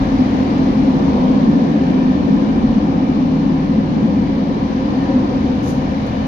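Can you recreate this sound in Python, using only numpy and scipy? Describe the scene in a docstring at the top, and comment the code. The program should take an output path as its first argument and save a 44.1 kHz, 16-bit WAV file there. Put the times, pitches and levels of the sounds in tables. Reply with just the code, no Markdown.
"""Inside a passenger train, at a seat, as it runs steadily through a tunnel.
Rough rails shake the floor and make the cabin boom; worn wheels throb twice a turn and sometimes thump.
The tunnel throws rolling roar, faint wheel ringing and air hiss back at the window.
Near the end, something brushes briefly close by. The thumps are short tones; the rest is shaped noise."""
import sys
import numpy as np
from scipy import signal
from scipy.fft import rfft, irfft, next_fast_len
from scipy.io import wavfile
from scipy.ndimage import uniform_filter1d, minimum_filter1d, map_coordinates

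SR = 44100
rng = np.random.default_rng(int(sys.argv[2]) if len(sys.argv) > 2 else 0)


def to_wav(sig):
    """Store sig (one row per channel, or 1-D mono) as 16-bit WAV at the path in sys.argv[1].

    Samples outside -1..1 are clipped; the rate is SR.
    """
    pcm = np.clip(np.atleast_2d(sig), -1, 1) * 32767
    pcm = np.round(pcm).astype(np.int16)
    wavfile.write(sys.argv[1], SR, pcm.T)  # frames by channels


N = 276507

# Tone colours, as how strong each pitch is next to the others: pitch_hz, relative_db
BRUSH_COLOUR = [(2500, -11.5), (4500, -2.5), (5500, 3.5), (6600, 8.5), (7100, -1.5), (7900, -11),
                (9500, -5.5), (12000, -5.5), (13500, -12.5), (15700, -15)]
HISS_COLOUR = [(700, -27), (1400, 3), (2100, 1), (2650, -2.5), (3300, -3.5), (4200, -4), (5200, -9),
               (6200, -12.5), (6750, -17.5), (7200, -27.5), (7900, -35.5), (11000, -50), (15700, -77)]
SIZZLE_COLOUR = [(5000, -22), (7500, -4), (10500, -1), (11600, -0.5), (12700, -6.5), (13400, -7),
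                 (15700, -10)]
ROAR_COLOUR = [(250, -23.5), (380, -1), (480, -3), (630, -1), (800, -2.5), (1050, -6.5), (1250, -9.5),
               (1450, -23), (2200, -54.5), (6000, -100)]

# Resonances, the pitches at which each part likes to ring: pitch_hz, width_hz, relative_db
WHEEL_RINGS = [(1650, 160, -3.5), (1789, 96, 2), (2354, 100, -1.5), (2957, 180, -6)]
WINDOW_RINGS = [(490, 26, 0), (525.5, 41, 0), (757.4, 26, -6), (976, 150, -10.5)]
FLOOR_RINGS = [(27, 18, -7.5), (44, 8, 1)]
BOGIE_RINGS = [(76.7, 22, 0.5), (108, 48, -6), (131.2, 23, -0.5)]  # the bogie is the frame that holds the wheels
CABIN_RINGS = [(155.9, 12, -6.5), (176.8, 36, -7), (211.8, 24.4, -0.5), (223.8, 4.1, -3)]
PANEL_RINGS = [(256.8, 17.6, 2), (271.4, 11, 0.5), (294.5, 11, -3.5), (280.3, 47, -8.5), (352.2, 30, -14),
               (413, 110, -23)]

# Slow swells in loudness; the functions add small offsets and random wavering to these.
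# Rushing air and the wheels singing in it: time_s, hiss_db, wheel_db
AIR_LEVELS = [(0, -36, -43), (.35, -35.5, -44), (1.5, -37, -44.5), (1.9, -37.5, -42), (3.3, -39, -45.5),
              (4.5, -39, -46.5), (5.1, -37.5, -41.5), (5.45, -37.5, -47), (6.27, -37.4, -42)]
# Rolling noise off the tunnel wall: time_s, low_roar_db, high_roar_db, window_db
ROAR_LEVELS = [(0, -34.5, -28.5, -33), (1.25, -27, -29, -29.5), (2.3, -29.5, -30.5, -33),
               (2.8, -36.5, -29, -33), (3.5, -37, -31.5, -33.5), (4.2, -31, -31.5, -31.5),
               (4.8, -36.5, -31.5, -32), (5.2, -38.5, -29.5, -27.5), (5.55, -31.5, -32, -32.5),
               (6.27, -32.5, -30.5, -33.5)]
# Shaking from below: time_s, floor_db, bogie_db
RUMBLE_LEVELS = [(0, -25, -26.5), (.35, -39, -26), (1.2, -32, -29), (1.7, -40.5, -31), (2.45, -35, -31),
                 (2.7, -31, -25.5), (3.05, -37.5, -29.5), (3.35, -34.5, -30), (4.7, -41, -29),
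                 (5.5, -36, -24), (6.27, -39, -26)]
# The drone in the carriage: time_s, cabin_db, panel_db
DRONE_LEVELS = [(0, -21, -18), (0.55, -18.5, -15.5), (1.45, -15.5, -16), (1.75, -17, -16.5),
                (2.2, -16.5, -15.5), (2.95, -18.5, -17.5), (3.25, -17.5, -15.5), (3.9, -17.5, -19),
                (4.15, -16.5, -19.5), (4.8, -22.0, -20), (5.15, -22.5, -17), (5.6, -21, -20),
                (6.27, -22.5, -23.0)]

# Brief brushing sounds: start_s, peak_db, swell_s, fade_s
BRUSH_STROKES = [(5.627, -41, .066, .125), (6.064, -49.5, 0.0028, .055)]
# How fast the wheels spin: time_s, turns_per_s
WHEEL_SPEED = [(0, 7.3), (1.2, 7.44), (3.8, 7.47), (4.4, 7.57), (5.3, 7.44)]
# The hardest wheel thumps: peak_time_s, peak_db, pitch_hz
WHEEL_THUMPS = [(.085, -12, 243), (.212, -7, 251.4), (.68, -11.5, 204), (1.333, -10.5, 247.4),
                (1.49, -8, 216), (2.206, -7.5, 255), (2.64, -11, 233.4), (2.775, -9, 206),
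                (3.235, -8, 255.6), (3.783, -6.5, 208), (4.045, -9, 222), (4.769, -14.5, 252.6),
                (5.164, -9.5, 259)]
# How alike the two sides sound (1 is the same, 0 is unrelated): pitch_hz, likeness
STEREO_LIKENESS = [(80, .995), (130, .96), (180, .92), (300, .92), (370, .82), (415, .1), (540, .68),
                   (650, -.1), (770, .35), (900, -.25), (1250, -.6), (1850, -.2), (2200, .38), (2600, .3),
                   (3000, -.05)]
# How much louder the left side is: pitch_hz, left_minus_right_db
STEREO_BALANCE = [(60, 1.4), (250, 1.1), (500, 2.4), (1400, 1), (2300, 1.6), (4000, 6), (6500, 17),
                  (9300, 14), (10800, 5), (14000, 2)]


def amp(db):
    """Turn decibels into a number to multiply by."""
    return 10 ** (np.asarray(db) / 20)


def unit(x):
    """Scale a signal so that its average strength (rms) is 1."""
    return x / np.sqrt(np.mean(x ** 2) + 1e-20)


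def at_pitch(points, hz):
    """Look up a value between the rows of a pitch table, on a log scale."""
    pitches, values = np.transpose(points)
    return np.interp(np.log(hz + 1), np.log(pitches + 1), values)


def curves(rows):
    """Join the rows of a time table with straight lines, one curve per value column."""
    times, *columns = np.transpose(rows)
    return [np.interp(np.arange(N) / SR, times, column) for column in columns]


def wobble(rate):
    """A smooth curve through `rate` random values a second."""
    values = rng.standard_normal(int(N * rate / SR) + 4)
    return map_coordinates(values, [np.arange(N) * rate / SR])


def filtered(x, response):
    """Turn each pitch in x up or down by response(hz)."""
    size = next_fast_len(N + SR // 2)
    return irfft(rfft(x, size) * response(np.fft.rfftfreq(size, 1 / SR)), size)[..., :N]


def broad(colour):
    """A smooth filter shape from a tone colour table."""
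    return lambda hz: amp(at_pitch(colour, hz))


def resonant(rings):
    """A filter shape with one steep peak for each resonance."""
    def response(hz):
        power = 0
        for pitch, width, db in rings:
            off_pitch = (hz ** 2 - pitch ** 2) / (width * (hz + 1e-3))
            power += (amp(db) / (1 + off_pitch ** 2)) ** 2
        return np.sqrt(power)
    return response


def noise(response, patchy_db):
    """Filtered stereo noise of strength 1, with drifting louder and softer patches."""
    def stereo_response(hz):
        angle = np.arccos(at_pitch(STEREO_LIKENESS, hz)) / 2
        return response(hz) * np.array([np.cos(angle), np.sin(angle)])
    spectra = signal.stft(rng.standard_normal((2, N)), nperseg=1024)[2]
    patches = uniform_filter1d(rng.standard_normal(spectra.shape[1:]), size=6, axis=0)  # blur over pitch
    patches = uniform_filter1d(patches, size=12, axis=1)  # blur over time
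    pair = signal.istft(spectra * amp(patchy_db * unit(patches)), nperseg=1024)[1][:, :N]
    middle, side = filtered(pair, stereo_response)
    return unit(np.array([middle + side, middle - side]))


def steady_ring(rings, patchy_db, evenness, smooth_s):
    """Ringing noise, evened out: unbroken rolling keeps it from dying away or building far."""
    ring = noise(resonant(rings), patchy_db)
    power = np.abs(uniform_filter1d(np.mean(ring ** 2, axis=0), int(smooth_s * SR)))
    return unit(ring / (power + .02) ** (evenness / 2))


def brushing(touch_db=-9.5, fade_db=-24.5, grain_db=1.5):
    """Something brushes close by: a soft, grainy sound that touches, swells and fades."""
    t = np.arange(N) / SR
    strokes = np.zeros(N)
    for start_s, peak_db, swell_s, fade_s in BRUSH_STROKES:
        past_peak = t - start_s - swell_s
        shape_db = np.where(past_peak < 0, -touch_db * past_peak / swell_s, fade_db * past_peak / fade_s)
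        strokes += (t >= start_s) * amp(peak_db + shape_db)
    grain = amp(grain_db * wobble(540))
    return strokes * unit(grain * noise(broad(BRUSH_COLOUR), patchy_db=-.5))


def rushing_air():
    """Air hisses along the carriage, brighter as it grows; the wheel discs ring faintly through it."""
    hiss_db, wheel_db = curves(AIR_LEVELS)
    sizzle_db = -67.5 + 1.5 * (hiss_db - hiss_db.mean())  # swells more than the hiss does
    hiss = amp(hiss_db + .14 * wobble(9)) * noise(broad(HISS_COLOUR), patchy_db=.7)
    wheels = amp(wheel_db + .8 * wobble(6.3)) * noise(resonant(WHEEL_RINGS), patchy_db=1.5)
    sizzle = amp(sizzle_db + .6 * wobble(12)) * noise(broad(SIZZLE_COLOUR), patchy_db=.5)
    return hiss + wheels + sizzle


def tunnel_roar(split_hz=518):
    """The roar of rolling wheels bounces off the tunnel wall and makes the window ring."""
    low_db, high_db, window_db = curves(ROAR_LEVELS)
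    roar = broad(ROAR_COLOUR)
    low_share = lambda hz: 1 / (1 + (hz / split_hz) ** 8)
    low = amp(low_db) * noise(lambda hz: roar(hz) * np.sqrt(low_share(hz)), patchy_db=.1)
    high = amp(high_db) * noise(lambda hz: roar(hz) * np.sqrt(1 - low_share(hz)), patchy_db=.44)
    window_gain = amp(window_db + 1.03 + 1.3 * wobble(10))
    window = steady_ring(WINDOW_RINGS, patchy_db=1.7, evenness=1, smooth_s=.14)
    return low + high + window_gain * window


def floor_rumble():
    """Rough rails shake the floor and the bogie, unevenly from metre to metre."""
    floor_db, bogie_db = curves(RUMBLE_LEVELS)
    floor_gain = amp(floor_db + 1 + 1.6 * wobble(9))
    floor = steady_ring(FLOOR_RINGS, patchy_db=.5, evenness=.45, smooth_s=.12)
    bogie_gain = amp(bogie_db - .24 + 1.5 * wobble(12))
    bogie = steady_ring(BOGIE_RINGS, patchy_db=.7, evenness=.55, smooth_s=.12)
    return floor_gain * floor + bogie_gain * bogie


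def wheel_thumps(rise_s=.009, fall_s=.018):
    """A flat spot on a wheel hits the rail; the cabin panels swell and ring for a moment."""
    lead = SR // 10  # samples before each peak
    t = np.arange(-lead, SR // 5) / SR
    swell = np.exp(-(t / np.where(t < 0, rise_s, fall_s)) ** 2)
    thumps = np.zeros(N + SR)
    for peak_time_s, peak_db, pitch_hz in WHEEL_THUMPS:
        tone = np.sin(2 * np.pi * (pitch_hz * t + rng.random()))
        start = round(peak_time_s * SR)
        thumps[start:start + len(t)] += amp(peak_db) * swell * tone
    return thumps[lead:lead + N]


def wheel_throb(depth):
    """Worn patches press on the rail twice a turn, swinging the load by the fraction `depth`."""
    turns = np.cumsum(curves(WHEEL_SPEED)[0]) / SR
    return 1 + depth * np.cos(4 * np.pi * (turns - .03))


def cabin_drone():
    """The cabin air booms and the wall panels drone; both surge with the rail and throb with the wheels."""
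    cabin_db, panel_db = curves(DRONE_LEVELS)
    cabin_ring = steady_ring(CABIN_RINGS, patchy_db=.3, evenness=.65, smooth_s=.08)
    panel_ring = steady_ring(PANEL_RINGS, patchy_db=.3, evenness=.7, smooth_s=.07)
    surge = amp(.9 * wobble(10))
    cabin = amp(cabin_db - .2) * cabin_ring * wheel_throb(depth=.14)
    panels = amp(panel_db + .06) * panel_ring * wheel_throb(depth=.23)
    return surge * (cabin + panels)


def scene():
    """Everything as it reaches the seat; the right side is shaded from the high pitches."""
    def shade(hz):
        left = amp(at_pitch(STEREO_BALANCE, hz))
        return np.array([left, np.ones_like(left)]) * np.sqrt(2 / (1 + left ** 2))
    mix = floor_rumble() + cabin_drone() + wheel_thumps() + tunnel_roar() + rushing_air() + brushing()
    return filtered(mix, shade)


def record(dry, ceiling=.93, top_hz=15740):
    """Turn the loudest peaks down smoothly, then cut every pitch above top_hz."""
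    needed_gain = np.minimum(1, ceiling / (np.abs(dry).max(axis=0) + 1e-9))
    gain = uniform_filter1d(minimum_filter1d(needed_gain, size=881), size=881)  # 20 ms windows
    return filtered(dry * gain, lambda hz: hz < top_hz)


dry = scene()
out = record(dry)
to_wav(out)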